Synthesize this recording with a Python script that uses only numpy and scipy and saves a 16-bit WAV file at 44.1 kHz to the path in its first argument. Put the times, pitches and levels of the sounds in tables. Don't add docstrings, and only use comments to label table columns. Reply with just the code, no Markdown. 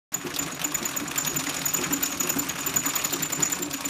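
import sys
import numpy as np
from scipy import signal
from scipy.fft import rfft, irfft
from scipy.io import wavfile
from scipy.ndimage import uniform_filter1d

SR = 44100
rng = np.random.default_rng(int(sys.argv[2]) if len(sys.argv) > 2 else 0)


def put_to_file(sound):
    columns = np.atleast_2d(sound).T
    safe = np.clip(columns, -1, 1)
    whole_steps = np.round(safe * 32767)
    wavfile.write(sys.argv[1], SR, whole_steps.astype(np.int16))


N = 171549

# (time [s], squeak lead [s], squeak relative level [dB], squeak base pitch [Hz],
# squeak octave relative level [dB], return squeak relative level [dB], rasp relative level [dB],
# needle-bar clack relative level [dB], table thump relative level [dB])
STITCHES = [(0.146, 0.005, -23.5, 6940, -29, -51, -61, -32, -50),
            (0.274, 0.014, -52, 6730, -53, -47.5, -56, -40, -46),
            (0.395, 0.0072, -26, 7000, -30, -35.5, -50, -37, -44.5),
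            (0.525, 0.0105, -38, 6870, -50.0, -40.5, -52.0, -40, -37.5),
            (0.649, 0.0091, -24, 7050, -32, -40, -52.0, -29.5, -36),
            (0.752, 0.0076, -23.5, 7000, -29, -41, -52, -30.5, -41),
            (0.86, 0.0071, -24.5, 6920, -31, -43, -43.0, -38, -47),
            (0.973, 0.0091, -25.5, 6920, -31.5, -46, -52.0, -35.5, -37),
            (1.083, 0.004, -32, 6820.0, -53, -52, -50, -35, -45),
            (1.185, 0.008, -22, 7040, -27.5, -32.5, -40.5, -30, -50),
            (1.277, 0.011, -24.5, 6780, -30, -35, -52.0, -29, -36.5),
            (1.371, 0.0093, -23.5, 7020.0, -29.0, -37, -43.5, -38, -32),
            (1.471, 0.0118, -34, 6880, -50.0, -34.5, -55, -31, -30.5),
            (1.568, 0.0053, -29.5, 6870.0, -48.5, -37, -52.0, -31, -37),
            (1.664, 0.0084, -22, 6890.0, -25, -30, -35.5, -30, -41),
            (1.747, 0.0102, -23, 6950, -26.5, -31, -42.5, -32.0, -38),
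            (1.843, 0.0104, -27, 6860, -42, -47, -53, -31.5, -43),
            (1.937, 0.011, -23.5, 6940, -28, -38, -52.0, -30.5, -29),
            (2.037, 0.0095, -23.5, 6990, -26, -31.5, -36, -31.0, -39),
            (2.126, 0.021, -30.0, 6750, -43, -42, -52.0, -30, -35.5),
            (2.209, 0.01, -22.5, 6860.0, -30, -33.0, -41.0, -27.5, -35),
            (2.302, 0.01, -22.5, 6900, -26.5, -36.5, -45.5, -29, -50),
            (2.397, 0.01, -22.5, 6990, -29, -39, -42.5, -34.5, -33.0),
            (2.497, 0.0087, -27.5, 6800, -35, -49, -51.0, -30.5, -42),
            (2.584, 0.01, -41, 6960, -50.0, -34.5, -43, -31.5, -39),
            (2.672, 0.0098, -23.5, 7080, -28, -38, -52, -32, -36),
            (2.769, 0.0088, -20.5, 6915, -25.5, -33, -53, -31.5, -35),
            (2.866, 0.0083, -24, 6980, -28.5, -32.0, -50, -33.5, -32),
            (2.964, 0.0094, -24.5, 6880, -25.5, -33.5, -48.5, -29.5, -38),
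            (3.051, 0.01, -23.5, 6870, -30.0, -38, -44, -30.5, -40),
            (3.138, 0.011, -25.5, 7030, -30, -38, -45.0, -29.5, -33),
            (3.233, 0.01, -26, 7050, -29.0, -34.5, -51.0, -32.5, -37.5),
            (3.332, 0.0095, -26, 7080, -32, -33.5, -45, -33.5, -36.5),
            (3.433, 0.0085, -20.5, 6910, -31, -30.0, -39.5, -30, -39.5),
            (3.529, 0.0103, -24, 7030, -31, -35.5, -42, -32.5, -44),
            (3.63, 0.0088, -28, 7140, -32.5, -53, -55, -34.5, -33.5),
            (3.742, 0.0121, -31, 6980.0, -36.5, -40.5, -61, -30.5, -33.5),
            (3.859, 0.009, -27, 7000, -34.5, -44, -43, -41, -33.5)]
# (time [s], relative level [dB], main ring [Hz])
KNOCKS = [(0.24, -24.5, 354), (0.452, -30, 323), (.806, -24, 345), (1.002, -25, 283.4), (1.294, -29, 349),
          (1.783, -21.5, 361), (1.9, -21, 282), (2.228, -24, 358), (2.355, -18.5, 274.2), (2.668, -30, 384),
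          (3.124, -24, 346), (3.592, -25.5, 346)]
TABLE_HZ = 273
RETURN_DELAY_S = .024


def undb(db):
    return 10 ** (np.asarray(db) / 20)


def level(x, db):
    return x * undb(db) / np.sqrt(np.mean(x ** 2))


def curve(at, rows):
    return np.interp(at, *np.array(rows).T)


def walk(rate_per_s):
    k = max(int(SR / rate_per_s), 1)
    steps = np.repeat(rng.standard_normal(N // k + 1), k)
    return level(uniform_filter1d(steps, k)[:N], 0)


def convolve(x, response):
    return signal.fftconvolve(x, response)[:N]


def colour(x, points, size=8192):
    hz, db = np.array(points).T
    bin_hz = np.arange(size // 2 + 1) * SR / size
    gain = level(undb(np.interp(np.log(bin_hz + 1), np.log(hz), db)), 0)
    cepstrum = irfft(np.log(gain))
    cepstrum[1:size // 2] *= 2
    cepstrum[size // 2 + 1:] = 0
    return convolve(x, irfft(np.exp(rfft(cepstrum))))


def decay(t, t60_s):
    return np.exp(-np.log(1000) * t / t60_s)


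def ring(t, hz, t60_s):
    return np.sin(2 * np.pi * hz * t) * decay(t, t60_s)


def blows(t, rows, rise_s, decay_s):
    force = np.zeros(N)
    for s, db in rows:
        force += undb(db) * np.clip((t - s) / rise_s, 0, 1) * np.exp(-np.abs(t - s) / decay_s)
    return force * rng.standard_normal(N)


def head(x, points):
    # (frequency [Hz], t60 [s], gain [dB])
    head_modes = [(572, .14, 0), (728, .12, -6), (1122, .2, 3), (1656, .08, -10), (2483, .15, -5),
                  (3644, .12, -7), (5480, .1, -8), (5810, .08, -5)]
    t = np.arange(SR // 2) / SR
    modes = np.zeros(len(t))
    for hz, t60_s, db in head_modes:
        unit_peak = 2 * np.log(1000) / (t60_s * SR)
        modes += undb(db) * unit_peak * np.cos(2 * np.pi * hz * t) * decay(t, t60_s)
    blow = colour(x, points)
    return blow + convolve(blow, modes)


def room(x, tail_db):
    t60_s, onset_s, top_hz = 0.26, 0.0027, 11700
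    t = np.arange(SR // 2) / SR
    tail = rng.standard_normal(len(t)) * decay(t, t60_s) * np.clip(t / onset_s - 1, 0, 1)
    soft = signal.sosfilt(signal.butter(1, top_hz, fs=SR, output="sos"), tail)
    return x + undb(tail_db) * convolve(x, soft / np.sqrt(np.sum(tail ** 2)))


def drone(drive):
    # (frequency [Hz], relative level [dB])
    cabinet_colour = [(20, -39), (40, -35), (55, -12), (72, -11.5), (100, -10), (135, -3.5), (180, -1),
                      (225, -15.5), (275, -1), (350, -5.5), (450, -17.5), (900, -29), (3000, -89)]
    cabinet_rms_db, table_rms_db, table_t60_s = -42, -45.5, .2
    shake = rng.standard_normal(N) * drive * undb(3.5 * walk(40))
    response = ring(np.arange(SR // 2) / SR, TABLE_HZ, table_t60_s)
    top = convolve(rng.standard_normal(N) * drive, response)
    top = signal.sosfilt(signal.butter(2, .7 * TABLE_HZ, "high", fs=SR, output="sos"), top)
    return level(colour(shake, cabinet_colour), cabinet_rms_db) + level(top, table_rms_db)


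def grumble(t):
    # (frequency [Hz], relative level [dB])
    bearing_colour = [(40, -42), (90, -19.5), (140, -18), (220, -2.5), (330, 0), (450, -9), (650, -15),
                      (1200, -14.5), (4000, -29.5)]
    trim_db, rise_s, decay_s = -2, 0.018, 0.018
    rub = blows(t, [(s, db) for s, db, _ in KNOCKS], rise_s, decay_s)
    return undb(trim_db) * colour(rub, bearing_colour)


def treadle(t):
    # (frequency before scatter [Hz], t60 [s], gain [dB])
    cabinet_modes = [(136, 0.15, -16), (174.6, 0.15, -11.5), (266.7, 0.11, -1.5), (362, .09, -28),
                     (557, 0.077, -6)]
    trim_db, main_t60_s, push_s = 1.5, 0.14, 0.024
    scatter = 0.024
    out = np.zeros(N)
    for s, db, hz in KNOCKS:
        near = (t > s) & (t < s + .5)
        u = t[near] - s
        knock = ring(u, hz, main_t60_s)
        for mode_hz, t60_s, gain_db in cabinet_modes:
            knock += undb(gain_db) * ring(u, mode_hz * (1 + scatter * rng.standard_normal()), t60_s)
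        out[near] += undb(db + trim_db) * np.minimum(u / push_s, 1) * knock
    return out


def thumps(t):
    trim_db, lead_s, push_s, t60_s = 12.5, 0.00793, 0.018, 0.14
    scatter = .035
    out = np.zeros(N)
    for (s, *_, db), detune in zip(STITCHES, rng.standard_normal(len(STITCHES))):
        u = np.maximum(t - s + lead_s, 0)
        push = np.minimum(u / push_s, 1) ** 2
        out += undb(db + trim_db) * push * ring(u, TABLE_HZ * (1 + scatter * detune), t60_s)
    return out


def rattle(t, drive):
    # (share of the turn after the stitch time [-], relative level [dB])
    play = [(0, 6), (.15, 9), (.28, 6.5), (.42, 8), (.52, 8), (.62, 7), (.72, 6.5), (.85, 11), (1, 7)]
    # (share of the turn after the stitch time [-], treble gain [dB])
    brightness = [(0, -4.5), (.15, -10.5), (.28, 2.5), (.42, -7.5), (.52, -7), (.62, 0), (.72, -5),
                  (.85, -9), (1, 3)]
    # (frequency [Hz], relative level [dB])
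    iron_colour = [(60, -18), (250, -7), (500, -4.5), (800, -2), (1050, -0.5), (1300, 1), (1900, -4.5),
                   (2500, -0.5), (3200, -6.5), (3700, -4.5), (4800, -8.5), (5800, -6), (8000, -10),
                   (11000, -14), (15000, -21)]
    rms_db, contacts_per_s, spread_db, contact_decay_s = -36.5, 600, 2, 0.0027
    bright_hz = 3630
    bright_per_drive = 0.95
    times = np.array(STITCHES)[:, 0]
    turn = np.interp(t, times, np.arange(len(times))) % 1
    strength = undb(spread_db * np.clip(rng.standard_normal(N), -2, 2))
    contacts = (rng.random(N) < contacts_per_s / SR) * strength
    power = convolve(contacts ** 2, np.exp(-t[:SR // 20] / contact_decay_s))
    chatter = np.sqrt(np.abs(power)) * rng.standard_normal(N)
    force = chatter * drive * undb(curve(turn, play) + 0.79 * walk(120))
    dull = signal.sosfiltfilt(signal.butter(2, bright_hz, fs=SR, output="sos"), force)
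    bright = (force - dull) * drive ** bright_per_drive * undb(curve(turn, brightness))
    return level(head(dull + bright, iron_colour), rms_db)


def needle_and_shuttle(t):
    # (time [s], clack relative level [dB], bright tick relative level [dB])
    clicks = [(0.212, -32.5, -54), (0.303, -29.5, -44), (0.339, -31.5, -32.5), (0.361, -32, -27.5),
              (0.425, -27.5, -35), (0.461, -30, -41), (0.593, -26.5, -36), (0.614, -23.5, -30),
              (0.718, -27.5, -40), (0.826, -35, -33.5), (0.888, -27, -36), (0.91, -28.5, -47),
              (0.938, -31, -53), (0.998, -25.5, -46), (1.11, -24, -51), (1.157, -27, -26.5),
              (1.247, -27, -26.5), (1.342, -27, -32), (1.396, -28, -47), (1.437, -28, -31.5),
              (1.493, -29, -30), (1.542, -30, -34), (1.615, -24, -32), (1.679, -45, -34), (1.811, -30, -30),
              (1.862, -27, -52), (1.908, -25.5, -56), (2.008, -30, -36), (2.057, -34, -29.5),
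              (2.173, -39, -34), (2.232, -38, -31), (2.271, -28.5, -31), (2.365, -24.5, -40),
              (2.42, -38, -37), (2.444, -30, -46), (2.466, -30, -38), (2.555, -27.5, -53),
              (2.587, -24.5, -33), (2.644, -34, -47), (2.691, -26.5, -45), (2.738, -30, -27),
              (2.834, -25, -43), (2.889, -46, -35), (2.934, -28, -30), (3.02, -28.5, -36),
              (3.053, -31, -26.5), (3.106, -31, -33), (3.202, -26, -45), (3.3, -32.5, -33),
              (3.402, -27.5, -30), (3.498, -26, -29), (3.587, -31, -32), (3.709, -43, -31),
              (3.806, -38, -29.5), (3.884, -31, -29.5)]
    # (frequency [Hz], relative level [dB])
    clack_colour = [(60, -28), (250, -2), (600, -5), (1100, 3), (1600, 4), (2500, 2), (3500, 0.5),
                    (4800, -5.5), (6000, 0), (8000, -8), (15000, -13)]
    # (frequency [Hz], relative level [dB])
    tick_colour = [(500, -16), (2500, 0.5), (4500, 2.5), (5800, 1), (8000, -2.5), (12000, -1.5),
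                   (15500, -8)]
    needle_trim_db, needle_lead_s, needle_rise_s, needle_decay_s = 10, .005, .0065, 0.0065
    shuttle_trim_db, tick_trim_db, click_rise_s, click_decay_s = -0.5, 3, .0025, 0.0068
    needle_rows = [(s - needle_lead_s, db + needle_trim_db) for s, *_, db, _ in STITCHES]
    shuttle_rows = [(s, db + shuttle_trim_db) for s, db, _ in clicks]
    tick_rows = [(s, db + tick_trim_db) for s, _, db in clicks]
    needle = blows(t, needle_rows, needle_rise_s, needle_decay_s)
    shuttle = blows(t, shuttle_rows, click_rise_s, click_decay_s)
    ticks = blows(t, tick_rows, click_rise_s, click_decay_s)
    return head(needle + shuttle, clack_colour) + head(ticks, tick_colour)


def scrape(t):
    trim_db, width_s = 6, 0.0073
    mid_hz, glide_hz_per_s, waver_hz = 5690, 54000, 343
    out, waver = np.zeros(N), walk(2500)
    for s, *_, rasp_db, _, _ in STITCHES:
        near = np.abs(t - s - RETURN_DELAY_S) < .02
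        u = t[near] - s - RETURN_DELAY_S
        pitch_hz = mid_hz + glide_hz_per_s * u + waver_hz * waver[near]
        swell = undb(rasp_db + trim_db) * np.exp(-(u / width_s) ** 2)
        out[near] += swell * np.sin(2 * np.pi * np.cumsum(pitch_hz) / SR)
    return out


def shift_colour(x):
    flicker_db, flicker_per_s = 2.6, 90
    octaves = np.log2(np.maximum(np.arange(N // 2 + 1) * SR / N, 1) / 500)
    place, spectrum = np.clip(octaves * 2, 0, 10), rfft(x)
    out = np.zeros(N)
    for k in range(11):
        band = irfft(spectrum * np.maximum(1 - np.abs(place - k), 0), N)
        out += band * undb(flicker_db * walk(flicker_per_s))
    return out


def grab(u, start_s, end_s):
    edge_s = .0006
    hold = np.tanh((u - start_s) / edge_s) - np.tanh((u - end_s) / (2 * edge_s))
    return hold.clip(0) / 2


def squeaks(t):
    whistle_trim_db, fall_s, base, swell, swell_s = 1, 0.0076, .35, .8, .0055
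    catch_hz, catch_s = 220.8, 0.0018
    sag_hz_per_s, sag_width_s, waver_hz = 4950, 0.0168, 95
    octave_trim_db, octave_lead_s, octave_end_s, octave_jitter_rad = 1, 0.00058, 0.0027, 0.59
    return_trim_db, return_s, return_width_s = 1, 0.030, 0.017
    return_octave_gain, return_octave_width_s = .7, .004
    trade_db, flutter_depth = 3, .12
    out = np.zeros(N)
    waver, grip, jitter, flutter = walk(600), walk(500), walk(1300), walk(1600)
    starts = rng.random(len(STITCHES))
    for (s, lead_s, db, hz, octave_db, return_db, *_), start in zip(STITCHES, starts):
        near = np.abs(t - s) < .06
        u = t[near] - s
        catch = catch_hz * np.exp(-np.maximum(u + lead_s, 0) / catch_s)
        sag = sag_hz_per_s * u * np.exp(-(u / sag_width_s) ** 2)
        pitch_hz = hz + catch - sag + waver_hz * waver[near]
        phase = 2 * np.pi * (start + np.cumsum(pitch_hz) / SR)
        stroke = undb(db) * grab(u, -lead_s, fall_s) * (base + swell * np.exp(-(u / swell_s) ** 2))
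        bite = undb(octave_db + octave_trim_db) * grab(u, -lead_s - octave_lead_s, octave_end_s)
        back = undb(return_db + return_trim_db) * np.exp(-((u - return_s) / return_width_s) ** 2)
        back_swell = np.exp(-((u - RETURN_DELAY_S) / return_octave_width_s) ** 2)
        back_bite = return_octave_gain * back * back_swell
        share = np.arctan(undb(2 * trade_db * grip[near]))
        whistle = undb(whistle_trim_db) * np.cos(share) * (stroke + back) * np.sin(phase)
        rough_phase = 2 * phase + octave_jitter_rad * jitter[near]
        octave = np.sin(share) * (bite + back_bite) * np.sin(rough_phase)
        out[near] += 2 * (whistle + octave) * (1 + flutter_depth * flutter[near])
    return out


def scene():
    # (time [s], level [dB])
    effort = [(.12, 1.5), (.2, -2.5), (.27, 0), (.5, 0), (.65, 0), (.85, 1), (1.08, 0.5), (1.25, 2),
              (1.55, 3), (1.9, 2), (2.3, 2.5), (2.54, 1.5), (2.8, 2.5), (3.1, 3), (3.5, 1.5), (3.68, -1.5),
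              (3.89, 3)]
    t = np.arange(N) / SR
    drive = undb(curve(t, effort))
    wood = drone(drive) + grumble(t) + treadle(t) + thumps(t)
    metal = shift_colour(rattle(t, drive) + needle_and_shuttle(t) + scrape(t))
    mix = room(wood, tail_db=-5) + room(metal, tail_db=-9.5) + room(squeaks(t), tail_db=-7.3)
    return mix[None]


def record(dry):
    start_s, fade_s, top_hz = .119, .003, 15100
    opening = np.clip((np.arange(N) / SR - start_s) / fade_s, 0, 1)
    return signal.sosfilt(signal.ellip(8, .2, 70, top_hz, fs=SR, output="sos"), dry * opening)


dry = scene()
out = record(dry)
put_to_file(out)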